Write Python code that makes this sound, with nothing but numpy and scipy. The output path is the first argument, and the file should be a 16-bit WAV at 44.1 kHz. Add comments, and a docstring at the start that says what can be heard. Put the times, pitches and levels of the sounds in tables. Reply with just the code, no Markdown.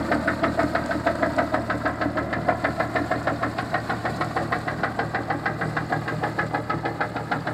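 """An old two-cylinder hot-bulb engine knocks evenly in a wooden fishing boat moving off over calm water. From
the start filtered noise makes gear churn, wake fizz and faint hiss; puffs keep the exhaust pipe booming. The
cylinders fire in turn: shaped noise swells into a hollow thud, an iron clank and a short crack, which repeat in
quick echoes and echo off the water. Splashes soon join, and a pump ticks once a revolution. The water echo
closes in and the knock's colour slowly rises; late on, one small wave spills over with a hiss."""
import sys
import numpy as np
from scipy import signal
from scipy.fft import rfft, irfft, next_fast_len
from scipy.io import wavfile
from scipy.ndimage import uniform_filter1d

SR = 44100
rng = np.random.default_rng(int(sys.argv[2]) if len(sys.argv) > 2 else 0)


def pcm_store(signal):
    """Save signal as 16-bit PCM."""
    levels = np.round(np.clip(np.atleast_2d(signal), -1, 1) * 32767)
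    wavfile.write(sys.argv[1], SR, levels.astype(np.int16).T)


N = 332073
RUN_IN = SR  # samples of sound made ahead of time zero and cut off at the end
KNOCK_LENGTH = 8192  # samples in one short sound
TIME = np.arange(-RUN_IN, N) / SR  # seconds

# The small blows inside one firing. Each row: delay in seconds, then the relative strength in dB
# of the blow in the swell, the thud, the clank and the crack.
BLOWS = [(-.02, 7.5, -44, -27, -40), (-.006, 1, -7, -52, -25), (.001, -30, -0.5, 5.5, 4),
         (.0055, -30, 2, 2.5, 2), (0.038, -40, -4.5, -8, -36)]
# Bright colour of the crack and the pump tick. Each row: frequency in Hz, strength in dB per Hz.
CRACK_COLOUR = [(1800, -1), (2400, 8.5), (3200, 4.5), (4300, 6), (5000, 0), (5900, -17), (8000, -17),
                (14000, -69)]
# Bright colour of splashing water. Each row: frequency in Hz, strength in dB per Hz.
SPLASH_COLOUR = [(3000, -10), (4500, 8), (6000, -7), (8000, 8), (10000, -14), (12000, -13), (15500, -24)]


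def from_db(db):
    """Turn decibels into a gain."""
    return 10 ** (np.asarray(db) / 20)


def rms_one(x):
    """Scale each row to an rms (average strength) of 1."""
    return x / np.sqrt(np.mean(x ** 2, axis=-1, keepdims=True) + 1e-20)


def level(curve):
    """Gain over time, in straight dB lines between rows of (seconds, dB)."""
    seconds, db = np.transpose(curve)
    return from_db(np.interp(TIME, seconds, db))


def coloured(x, spectrum, peak_hz=1000, width_hz=100, peak_db=0):
    """Filter x to a given spectrum, with one resonance on top, and scale it to rms 1."""
    length = x.shape[-1]
    size = next_fast_len(length)
    hz = np.maximum(np.fft.rfftfreq(size, 1 / SR), 1)
    points, dbs = np.transpose(spectrum)
    shape_db = np.interp(np.log(hz), np.log(points), dbs)
    # beyond its two ends the spectrum falls away steeply
    low_skirt = np.minimum(hz / points[0], 1) ** 2
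    high_skirt = np.minimum(points[-1] / hz, 1) ** 4
    resonance = 1 + (from_db(peak_db) - 1) / np.hypot(1, 2 * (hz - peak_hz) / width_hz)
    gain = from_db(shape_db) * low_skirt * high_skirt * resonance
    return rms_one(irfft(rfft(x, size) * gain, size)[..., :length])


def drift(rate):
    """Random wandering: straight lines between `rate` random points a second, points of spread 1."""
    knots = rng.standard_normal(4096)
    return np.interp((TIME - TIME[0]) * rate, np.arange(len(knots)), knots)


def firings(count=48, lead_count=6):
    """Time and cylinder of every firing; the engine is already running and gains a little speed."""
    first_s, beat_s = .1148, .1586  # first firing, and time to the next
    quickening_s = .000091  # how much shorter each beat is than the last
    stroke = np.arange(-lead_count, count)
    return first_s + beat_s * stroke - quickening_s * stroke ** 2 / 2, stroke % 2


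def place(rows, times):
    """Lay one short sound at each time, adding where they overlap."""
    out = np.zeros(len(TIME) + 2 * KNOCK_LENGTH)
    starts = np.round(times * SR).astype(int) + RUN_IN
    for row, start in zip(rows, starts):
        out[start:start + len(row)] += row
    return out[:len(TIME)]


def rattle(count, alike):
    """Noise for each firing; each one partly repeats the one before."""
    alike = np.clip(alike, 0, .97)
    rows = rng.standard_normal((count, KNOCK_LENGTH))
    for k in range(1, count):
        rows[k] = alike * rows[k - 1] + np.sqrt(1 - alike ** 2) * rows[k]
    return rows


def over_water(x):
    """The calm surface mirrors the sound; the detour shrinks as the distance grows."""
    start_lag_s, echo_db = 0.00335, -8.5
    receding_per_s = 0.059  # share of the starting distance added each second
    lag_s = start_lag_s / (1 + receding_per_s * TIME)
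    return x + from_db(echo_db) * np.interp(TIME - lag_s, TIME, x)


def gear():
    """Running gear and propeller churn as wavering noise; its colour shifts as the boat moves off."""
    # Colour of the churn. Each row: frequency in Hz, strength near in dB per Hz, strength far in dB per Hz.
    churn_colour = np.array([(40, -18, -28), (60, -33, -8.5), (89, -15, -7), (121, -1, -13),
                             (176, 0.5, 4.5), (320, -3.5, -4.5), (327, 2.5, -11), (373, -13.5, -13),
                             (534, -4.5, -9.5), (653, -2.5, -6.5), (883, -11.5, -12), (1320, -9.5, -12),
                             (2020, -16.5, -17.5), (2250, -29, -29.5), (3500, -39, -36)])
    # Loudness of the churn. Each row: time in seconds, level in dB before a 2 dB cut.
    churn_curve = [(0.0, -28), (1.64, -30), (2.64, -29.5), (5.16, -30.5), (7.53, -32)]
    away = np.clip(TIME / TIME[-1], 0, 1)
    stirring = rng.standard_normal(len(TIME)) * from_db(2.0 * drift(90))
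    near = coloured(stirring, churn_colour[:, :2])
    far = coloured(stirring, churn_colour[:, ::2])
    return from_db(-2.0) * level(churn_curve) * ((1 - away) * near + away * far)


def exhaust(uneven_db=3.5, gust_s=0.0027):
    """Puffs ring the pipe, whose nearly even modes make each puff return about every 26 ms."""
    # Ringing tones of the pipe. Each row: frequency in Hz, level near in dB, level far in dB,
    # time to die by 60 dB in seconds, strength of turbulent noise driving the tone in dB.
    pipe_modes = [(44.25, -63, -56.5, 1.8, -32), (76.56, -40, -53.5, 0.76, -36),
                  (114.14, -41, -34.5, 0.76, -43), (153.2, -50.5, -39, 0.56, 7.5),
                  (189, -40, -54, 0.88, -11), (230.2, -32, -50, 0.36, -11.5), (281, -32, -34, 0.17, -15),
                  (292.4, -32.5, -44, 0.18, 10.5), (336.5, -49.5, -42.5, 0.38, 9.5),
                  (453.5, -51.5, -40, 0.12, 9.5), (555.6, -32.5, -43, 0.2, 3.5), (607, -47, -36, 0.33, 0),
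                  (704, -42, -47, 0.09, -7)]
    # Puffs around each firing. Each row: delay in seconds, strength in dB before random unevenness.
    puff_rows = [(-.006, -3.5), (.02, -4), (.046, -1)]
    crank, _ = firings()
    delays, puff_db = np.transpose(puff_rows)
    chance = rng.uniform(-0.93, 1, (len(crank), len(puff_rows)))
    force = from_db(puff_db + uneven_db * chance)
    puffs = place(force.reshape(-1, 1), (crank[:, None] + delays).ravel())
    # each puff drags a short gust of turbulent gas behind it
    fade = np.exp(-1 / (gust_s * SR))
    gusts = np.sqrt(signal.lfilter([1 - fade], [1, -fade], puffs ** 2 + 1e-18))
    away = np.clip(TIME / TIME[-1], 0, 1)
    out = 0
    for hz, near_db, far_db, t60, turbulence_db in pipe_modes:
        drive = puffs + from_db(turbulence_db) * gusts * rng.standard_normal(len(TIME))
        shrink = from_db(-60 / (t60 * SR))  # loss per sample
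        turn = 2 * np.pi * hz / SR  # angle per sample
        top = [1, -shrink * np.cos(turn)]
        bottom = [1, -2 * shrink * np.cos(turn), shrink * shrink]
        ring = signal.lfilter(top, bottom, drive)
        out = out + ring * from_db(near_db + (far_db - near_db) * away)
    # a puff is soft-edged
    return signal.sosfilt(signal.butter(3, 900, fs=SR, output="sos"), out)


def wake():
    """Foam fizzes behind the stern as wavering noise, with single droplets ticking out of it."""
    # Colour of the fizz. Each row: frequency in Hz, strength in dB per Hz.
    fizz_colour = [(1800, -3), (2400, 2.5), (3100, -6.5), (3800, 1.5), (4400, 4), (5100, -2.5), (6000, -13),
                   (6900, -7), (7800, -4), (9700, -15), (12000, -15), (14000, -20), (16000, -28)]
    # Loudness of the fizz. Each row: time in seconds, level in dB before an 8 dB lift.
    fizz_curve = [(0.0, -54), (1.53, -56.5), (1.72, -58.5), (2.2, -61.5), (2.81, -56.5), (3.1, -57.5),
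                  (4.19, -55), (5.28, -61), (6.12, -57.5), (6.98, -61.5), (7.53, -59)]
    foam = rng.standard_normal(len(TIME)) * from_db(1.9 * drift(60))
    drops = droplets(per_s=1100, spread_db=5.5, cycles=37)
    return from_db(8.0) * level(fizz_curve) * coloured(foam + from_db(-7.5) * drops, fizz_colour)


def droplets(per_s, spread_db, cycles, count=18):
    """Tiny bubbles burst at random, each ringing briefly at one of `count` pitches; cycles is sharpness."""
    burst_count = int(per_s * len(TIME) / SR / count)
    out = 0
    for hz in np.geomspace(3000, 14500, count):
        when = rng.uniform(TIME[0], TIME[-1], burst_count)
        sizes = from_db(spread_db * np.minimum(rng.exponential(1, burst_count), 4))
        bursts = place(sizes[:, None], when) + 1e-18
        out = out + signal.lfilter(*signal.iirpeak(hz, cycles, fs=SR), bursts)
    return rms_one(out)


def air(air_db=-69):
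    """A faint steady hiss of plain noise lies under everything."""
    return from_db(air_db) * rng.standard_normal(len(TIME))


def engine():
    """Every firing swells, thuds in the hull, clanks in the iron and cracks at the top."""
    # Colour of the swell and thud. Each row: frequency in Hz, strength in dB per Hz.
    thud_colour = [(200, -48), (290, -0.5), (390, -30), (460, 1), (540, -6.5), (690, -1), (800, -7),
                   (930, -8.5), (1300, -12.5)]
    # Colour of the clank. Each row: frequency in Hz, strength in dB per Hz.
    clank_colour = [(700, -53), (950, -11.5), (1070, 6), (1160, -4.5), (1300, 7), (1420, 0.5), (1550, 3.5),
                    (1750, 2.5), (2000, 2), (2250, -10), (2800, -25)]
    crank, cylinder = firings()
    count = len(crank)
    late, thud_chance, clank_chance = rng.standard_normal((count, 3)).T
    times = crank + .0004 * late  # ignition jitter in seconds
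    swell_db, thud_db, clank_db, crack_db = firing_levels(times, cylinder)
    # strongest ring in Hz: pitch at time zero, climb per second, scatter from firing to firing
    swell_hz = 609 + 13.6 * times
    thud_hz = 663 + 20.8 * times + 24 * thud_chance
    clank_hz = 1415 + 28.5 * times + 171 * clank_chance
    hollow = coloured(rattle(count, alike=0.97), thud_colour, swell_hz[:, None], width_hz=35, peak_db=30)
    wood = coloured(rattle(count, alike=0.75), thud_colour, thud_hz[:, None], width_hz=42, peak_db=13)
    iron = coloured(rattle(count, alike=0.71), clank_colour, clank_hz[:, None], width_hz=55, peak_db=9)
    snap = coloured(rattle(count, alike=0.23), CRACK_COLOUR)
    _, swell_blows, thud_blows, clank_blows, crack_blows = np.transpose(BLOWS)
    # seconds around the firing in which each level holds
    before, after = (-.023, -.001), (-.003, .027)
    swell = knock(times, swell_db, hollow, swell_blows, before, rise_s=0.0076, decay_s=0.01,
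                  tail_db=-25, tail_s=0.009, uneven_db=8, echo_db=-22)
    # the thud starts just ahead of the clank
    thud = knock(times - 0.001497, thud_db, wood, thud_blows, after, rise_s=0.0023, decay_s=0.0023,
                 tail_db=-13.5, tail_s=0.022, uneven_db=2, echo_db=-12.5)
    clank = knock(times, clank_db, iron, clank_blows, after, rise_s=0.0024, decay_s=0.018,
                  tail_db=-8.0, tail_s=0.022, uneven_db=1.5, echo_db=-15.0)
    crack = knock(times, crack_db, snap, crack_blows, after, rise_s=0.00091, decay_s=0.0074,
                  tail_db=-5, tail_s=0.018, uneven_db=0, echo_db=-14.5)
    return swell + thud + clank + crack


def firing_levels(times, cylinder):
    """Part levels in dB: each cylinder has its own balance, fades with distance and burns unevenly."""
    # The two cylinders at time zero. Each row: swell, thud, clank and crack level in dB.
    cylinder_db = np.array([(-36.5, -23, -25, -39), (-31.5, -22.5, -24.5, -45.5)])
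    # Fading as the boat leaves, one row per cylinder (a negative number grows instead).
    # Each row: swell, thud, clank and crack loss in dB per second.
    fade_rates = np.array([(1.7, 1.14, 0.08, 0.55), (1.2, 0.76, 0.69, -0.14)])
    # Firings that burn harder or softer than the rest.
    # Each row: time in seconds (the nearest firing is meant), thud, clank and crack change in dB.
    odd_firings = [(.27, -4.5, 1.5, 2), (.43, -1.5, 3, 1), (.91, -5.5, -2, 0), (1.70, -4, 1.5, -1),
                   (2.17, -2.5, -3, 0), (2.33, -3, -4, -2), (2.49, 2, 0.5, -1), (3.27, 3, 0.5, -0.5),
                   (3.43, -6, 3, 0.5), (3.58, -3, -4, 4), (3.74, -2.5, 0.5, 4), (4.83, 3.5, 1.5, 0),
                   (4.99, 2, -1.5, 4), (5.61, -5.5, 1, -2.5), (5.92, 3, 1, -0.5), (6.08, -4, -1, -0.5),
                   (6.23, 1.5, 0.5, 2), (7.01, 5.5, 1.5, 0.5), (7.16, -1.5, -1.5, -0.5), (7.32, 6, 0, 2)]
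    db = cylinder_db[cylinder] - fade_rates[cylinder] * times[:, None]
    for seconds, *odd_db in odd_firings:
        nearest = np.argmin(np.abs(times - seconds))
        db[nearest] += (0, *odd_db)
    uneven_db = 0.95 * rng.standard_normal(db.shape)
    return (db + uneven_db).T


def knock(times, level_db, ringing, blow_db, span, rise_s, decay_s, tail_db, tail_s, uneven_db, echo_db):
    """Quick blows, each dying fast into a longer tail, with a repeating echo; level_db is the rms over span."""
    lead = .03  # seconds kept free ahead of the firing
    age = np.arange(KNOCK_LENGTH) / SR - lead
    since = np.maximum(age - np.array(BLOWS)[:, :1], 0)
    rise = 1 - np.exp(-since / rise_s)
    fall = np.exp(-since / decay_s) + from_db(tail_db) * np.exp(-since / tail_s)
    blows = rise * fall
    # the hardest blows vary most from one firing to the next
    chance = rng.uniform(-1, 1, (len(times), len(BLOWS)))
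    force = from_db(blow_db + uneven_db * from_db(blow_db / 2) * chance)
    # even out the noise, so that a struck body rings down without swelling again
    power = np.abs(uniform_filter1d(ringing ** 2, size=700, axis=1))
    steady = ringing / np.sqrt(power + 1e-9)
    rows = steady * np.sqrt(force ** 2 @ blows ** 2)
    # each echo is echoed again, about every 19 ms, weaker every time
    lag = round(.0194 * SR)
    for start in range(lag, KNOCK_LENGTH - lag, lag):
        rows[:, start:start + lag] += from_db(echo_db) * rows[:, start - lag:start]
    inside = (age > span[0]) & (age < span[1])
    strength = np.sqrt(np.mean(rows[:, inside] ** 2, axis=1))
    return place(rows * (from_db(level_db) / strength)[:, None], times - lead)


def splashes(decay_s=0.0036):
    """Larger drops fall back with a short bright spatter of dying noise."""
    # Drops thrown up by the wake. Each row: start in seconds, peak level in dB before a 3.5 dB lift.
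    splash_rows = [(0.1446, -41), (0.632, -34), (0.861, -32.5), (1.1538, -40), (1.3643, -37), (1.7764, -45),
                   (1.8754, -41), (2.1889, -42), (3.2295, -41), (4.2453, -39)]
    times, peak_db = np.transpose(splash_rows)
    spatter = coloured(rng.standard_normal((len(times), KNOCK_LENGTH)), SPLASH_COLOUR)
    spatter = spatter * np.exp(-np.arange(KNOCK_LENGTH) / (SR * decay_s))
    gain = from_db(peak_db + 3.5) / np.abs(spatter).max(axis=1)
    return place(spatter * gain[:, None], times)


def pump(delay_s=0.091, pump_db=-41, ring_hz=4330, decay_s=0.0022):
    """The fuel pump makes a small steel tick of ringing noise between knocks, once a revolution."""
    times, cylinder = firings()
    times = times[cylinder == 0] + delay_s
    ticks = coloured(rattle(len(times), alike=0.19), CRACK_COLOUR, ring_hz, width_hz=500, peak_db=26)
    ticks = ticks * np.exp(-np.arange(KNOCK_LENGTH) / (SR * decay_s))
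    peak = from_db(pump_db + 1.8 * rng.standard_normal(len(times)))
    return place(ticks * (peak / np.abs(ticks).max(axis=1))[:, None], times)


def spill(middle_s=5.67, half_s=.035, spill_db=-55):
    """A small wave spills over: bright noise swells and sinks in a brief bell shape."""
    bell = np.exp(-((TIME - middle_s) / half_s) ** 2 / 2)
    return from_db(spill_db) * bell * coloured(rng.standard_normal(len(TIME)), SPLASH_COLOUR)


def scene():
    """The boat and its wake, heard from the shore."""
    boat = over_water(engine() + pump() + gear()) + exhaust()
    mix = boat + wake() + splashes() + spill() + air()
    return mix[None, RUN_IN:]


def record(dry):
    """The microphone drops the deepest bass below 39 Hz; the top is cut steeply at 15850 Hz."""
    thin = signal.sosfilt(signal.butter(8, 39, "high", fs=SR, output="sos"), dry)
    return signal.sosfilt(signal.ellip(12, .1, 80, 15850, fs=SR, output="sos"), thin)


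dry = scene()
out = record(dry)
pcm_store(out)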